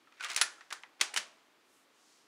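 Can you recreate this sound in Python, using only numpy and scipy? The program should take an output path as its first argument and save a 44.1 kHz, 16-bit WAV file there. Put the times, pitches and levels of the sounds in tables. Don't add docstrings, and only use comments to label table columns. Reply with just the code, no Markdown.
import sys
import numpy as np
from scipy import signal
from scipy.fft import rfft, irfft, next_fast_len
from scipy.io import wavfile
from scipy.ndimage import uniform_filter1d

SR = 44100
rng = np.random.default_rng(int(sys.argv[2]) if len(sys.argv) > 2 else 0)


def voltage_ratio(decibels):
    exponent = np.asarray(decibels, float) / 20
    return 10 ** exponent


def transcribe(u):
    v = np.clip(np.atleast_2d(u).T, -1, 1)
    q = np.round(v * 32767).astype(np.int16)
    wavfile.write(sys.argv[1], SR, q)


N = 100327


def unit(x):
    return x / np.sqrt(np.mean(x ** 2) + 1e-20)


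def along(points, hz):
    point_hz, value = np.transpose(points)
    return np.interp(np.log(hz + 1), np.log(point_hz + 1), value)


def octaves(hz, centre_hz):
    return np.log2((hz + 50) / centre_hz)


def filtered(x, gain_db):
    size = 2 * next_fast_len(len(x) // 2 + 2048)
    gain = voltage_ratio(gain_db(np.fft.rfftfreq(size, 1 / SR))) + 1e-6
    cepstrum = irfft(np.log(gain), size)
    cepstrum[1:size // 2] *= 2
    cepstrum[size // 2 + 1:] = 0
    return irfft(rfft(x, size) * np.exp(rfft(cepstrum)), size)[:len(x)]


# start in seconds, level in dB (before CONTACT_TRIM_DB),
# treble tilt in dB per octave, crack t60 in seconds, bolt ringing in dB re the contact.
STEEL_CONTACTS = [(.072, -53.5, -9, 0.055, -43), (.1228, -42.5, -7, 0.024, -49),
                  (.1434, -73.5, 6, 0.059, -30), (.174, -47, -13.5, 0.014, -40),
                  (0.1972, -38, -4, 0.01, -40), (.207, -31.5, -1, 0.019, -36), (.226, -36, 7.5, 0.038, -39),
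                  (.2374, -33, 3, .03, -37), (.2453, -17.5, 1, .015, -39),
                  (.2858, -29.5, -0.5, .018, -32.5), (.2924, -37, 2.5, 0.058, -36),
                  (.2997, -27, 1, 0.056, -24), (.3155, -29, 3, .03, -30), (.3326, -26.5, 2, .015, -38.5),
                  (.3462, -25, 1.5, 0.014, -35), (.3626, -10, 5, 0.023, -22.5),
                  (.3743, -19.5, -1, .04, -39.5), (.3844, -25, -4.5, .04, -28), (.413, -8.5, 2, 0.049, -9),
                  (.608, -37, -8.5, 0.04, -48), (.7045, -37.5, -0.5, 0.07, -35),
                  (0.7093, -32, -9.5, 0.035, -40), (.722, -26.5, -25, 0.053, -37),
                  (.7258, -21, 2.24, .028, -20), (.827, -42.5, -1, .015, -40),
                  (.8345, -30, -10.5, 0.023, -43), (.9955, -40, -7, 0.022, -41),
                  (1.0032, -23, -4.5, 0.0078, -44), (1.0093, -24.5, -2, 0.012, -42.5),
                  (1.0114, -8, 0.5, 0.031, -50), (1.015, -7.5, 3.5, 0.011, -36),
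                  (1.138, -31, -10.5, 0.09, -40), (1.1412, -22.5, 8.5, 0.013, -35),
                  (1.1465, -31, 8, 0.0067, -43), (1.1622, -16, -0.5, 0.04, -41),
                  (1.1715, -19, 3.5, 0.04, -49), (1.174, -14.5, 0, 0.038, -40),
                  (1.384, -52.5, -7, .02, -32), (1.546, -49, -14, .02, -42)]
CONTACT_TRIM_DB, RISE_S = -9, 0.00042
SNAP_DB = -8


def contacts():
    out = np.zeros(N + SR)
    t = np.arange(SR // 2) / SR
    rise = 1 - np.exp(-t / RISE_S)
    for start_s, level_db, tilt_db, t60_s, ring_db in STEEL_CONTACTS:
        gain_db = lambda hz: colour(hz, tilt_db)
        noise = filtered(rng.standard_normal(len(t)), gain_db)
        crack = unit(noise) * voltage_ratio(-60 * t / t60_s) * rise
        blow = filtered((t == 0) * 1., gain_db)
        blow = blow * np.linalg.norm(crack) / np.linalg.norm(blow)
        snap = voltage_ratio(SNAP_DB) * np.roll(blow, round(2 * RISE_S * SR))
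        ringing = voltage_ratio(ring_db) * rise * ring(t)
        contact = crack + snap + room(blow) + ringing
        out[round(start_s * SR):][:len(t)] += voltage_ratio(level_db + CONTACT_TRIM_DB) * contact
    return out[:N]


# frequency in Hz, relative density in dB per Hz.
RIFLE_SPECTRUM = [(18, -69.5), (60, -51), (200, -35), (330, -14.5), (600, -9.5), (900, -4), (1430, 2),
                  (2200, 3), (3200, 1.5), (4500, 0.5), (6550, -1.5), (8300, -7), (10300, -10), (11500, -22),
                  (16000, -25)]
PIVOT_HZ, TILT_TOP_HZ = 1800, 8400


def colour(hz, tilt_db):
    top_octaves = octaves(TILT_TOP_HZ, PIVOT_HZ) if tilt_db > 0 else 4
    return along(RIFLE_SPECTRUM, hz) + tilt_db * np.clip(octaves(hz, PIVOT_HZ), 0, top_octaves)


# frequency in Hz, mean relative level in dB, t60 in seconds.
BOLT_MODES = [(5540, -8, .04), (6755, -3, .04), (10050, -5, .07), (10094, -30, .3), (10112, -28, .32),
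              (10160, -3, .08), (14730, -26, .11)]
MODE_SCATTER_DB = 5


def ring(t):
    hz, db, t60_s = np.transpose(BOLT_MODES)[:, :, None]
    level_db = db + MODE_SCATTER_DB * rng.standard_normal(hz.shape)
    return np.sum(voltage_ratio(level_db - 60 * t / t60_s) * np.sin(2 * np.pi * hz * t), axis=0)


# start in seconds, level in dB (before rise and decay),
# starting pitch in Hz, t60 in seconds.
STOCK_KNOCKS = [(0.071, -56.5, 1322, 0.078), (0.129, -56.5, 1244, 0.046), (0.1978, -42.5, 1548, 0.076),
                (0.2068, -36, 1484, 0.1), (0.207, -32.5, 2490, 0.03), (0.23, -34.5, 2840, 0.034),
                (.249, -37.5, 1250, 0.055), (.414, -28.5, 1460, 0.069), (0.4148, -15.5, 1770, 0.025),
                (0.581, -45.5, 1348, 0.038), (.707, -41, 1680, 0.034), (0.834, -49, 896, 0.067),
                (.8352, -50.5, 2050, 0.044), (1.012, -23.5, 2130, 0.012), (1.0125, -33, 822, 0.047),
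                (1.013, -44.5, 381, 0.05), (1.1626, -18, 2990, 0.014), (1.143, -50, 1915, 0.027),
                (1.175, -42.5, 638, 0.082), (1.183, -55, 220, 0.059)]
KNOCK_RISE_S, KNOCK_UNREST_RAD, KNOCK_SAG_PER_S = 0.002, 0.7, 2.5


def knocks():
    t = np.arange(N) / SR
    out = np.zeros(N)
    for start_s, level_db, hz, t60_s in STOCK_KNOCKS:
        after_s = np.maximum(t - start_s, 0)
        smooth = uniform_filter1d(uniform_filter1d(rng.standard_normal(N), size=150), size=150)
        unrest = KNOCK_UNREST_RAD * unit(smooth)
        turns = hz * (1 - np.exp(-KNOCK_SAG_PER_S * after_s)) / KNOCK_SAG_PER_S
        envelope = voltage_ratio(level_db - 60 * after_s / t60_s) * (1 - np.exp(-after_s / KNOCK_RISE_S))
        out += envelope * np.sin(2 * np.pi * turns + unrest)
    return out + room(out)


# start in seconds, peak in dB.
FLOOR_JOLTS = [(0.302, -70), (0.361, -54.5), (.413, -50), (0.727, -63), (1.014, -60)]
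THUD_RISE_S = 0.00076


def thuds():
    t = np.arange(N) / SR
    out = np.zeros(N)
    for start_s, peak_db in FLOOR_JOLTS:
        rises = np.maximum(t - start_s, 0) / THUD_RISE_S
        out += voltage_ratio(peak_db) * rises * np.exp(1 - rises)
    return out


# time in seconds, direct level in dB.
RUB_LEVEL = [(.04, -78), (.09, -85), (.16, -69), (.19, -64), (.21, -49), (.24, -43), (.265, -44),
             (.282, -57), (.305, -40.5), (.325, -41.5), (.355, -55.5), (.38, -40), (.41, -48), (.43, -68)]
# centre in Hz, width in octaves, boost in dB.
CHANNEL_HUMP = (2300, 0.39, 2.8)
CATCHES_PER_S, CATCH_SCATTER_DB, RUB_TILT_DB = 3500, 3, -4.5


def slide():
    hump_hz, hump_octaves, hump_db = CHANNEL_HUMP
    catches = (rng.random(N) < CATCHES_PER_S / SR) * rng.standard_normal(N)
    catches = catches * voltage_ratio(CATCH_SCATTER_DB * rng.standard_normal(N))

    def gain_db(hz):
        hump = hump_db * np.exp(-(octaves(hz, hump_hz) / hump_octaves) ** 2)
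        return colour(hz, RUB_TILT_DB) + hump

    time_s, level_db = np.transpose(RUB_LEVEL)
    level = voltage_ratio(np.interp(np.arange(N) / SR, time_s, level_db, -120, -120))
    rub = unit(filtered(catches, gain_db)) * level
    return rub + room(rub)


# middle in seconds, half length in seconds, noise rms in dB at the middle,
# band centre in Hz.
CARPET_BRUSHES = [(1.758, 0.12, -73, 7300), (2.11, 0.22, -69, 5470)]
BRUSH_OCTAVES = 0.69


def brushes():
    t = np.arange(N) / SR
    out = np.zeros(N)
    for middle_s, half_s, level_db, centre_hz in CARPET_BRUSHES:
        swell = np.cos(np.pi / 2 * np.clip((t - middle_s) / half_s, -1, 1))
        gain_db = lambda hz: -6 * (octaves(hz, centre_hz) / BRUSH_OCTAVES) ** 2
        out += voltage_ratio(level_db) * swell * unit(filtered(rng.standard_normal(N), gain_db))
    return out


# frequency in Hz, t60 in seconds (of the early part).
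ROOM_DECAY = [(200, 0.59), (600, 0.47), (1500, 0.28), (4000, 0.23), (9000, 0.22), (15000, 0.12)]
ROOM_DB, ROOM_DELAY_S = -8, 0.0037
LATE_DB, LATE_STRETCH = -19, 2.9


def room(x):
    hz, t, cells = signal.stft(rng.standard_normal(SR // 2), SR, nperseg=128)
    fall_db = -60 * t / along(ROOM_DECAY, hz)[:, None]
    decay = np.hypot(voltage_ratio(fall_db), voltage_ratio(LATE_DB + fall_db / LATE_STRETCH))
    tail = signal.istft(cells * decay, SR, nperseg=128)[1]
    tail = np.pad(tail / np.linalg.norm(tail), (round(ROOM_DELAY_S * SR), 0))
    return voltage_ratio(ROOM_DB) * signal.fftconvolve(x, tail)[:len(x)]


# frequency in Hz, relative density in dB per Hz.
HISS_SPECTRUM = [(15, -54), (25, -31), (190, -8.5), (293, 1.5), (575, -3), (775, -3), (962, -2), (1190, -1),
                 (1480, -4), (3250, -7), (4870, -12), (16000, -26.5)]
HISS_RMS_DB = -68.5


def hiss():
    noise = filtered(rng.standard_normal(N), lambda hz: along(HISS_SPECTRUM, hz))
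    return voltage_ratio(HISS_RMS_DB) * unit(noise)


def scene():
    return (contacts() + knocks() + thuds() + slide() + brushes() + hiss())[None]


def low_pass(x):
    return signal.sosfilt(signal.butter(12, 16520, fs=SR, output="sos"), x)


def record(dry):
    kept = filtered(dry[0], lambda hz: -np.clip((hz - 15600) / 20, 0, 100))[None]
    return low_pass(kept)


dry = scene()
out = record(dry)
transcribe(out)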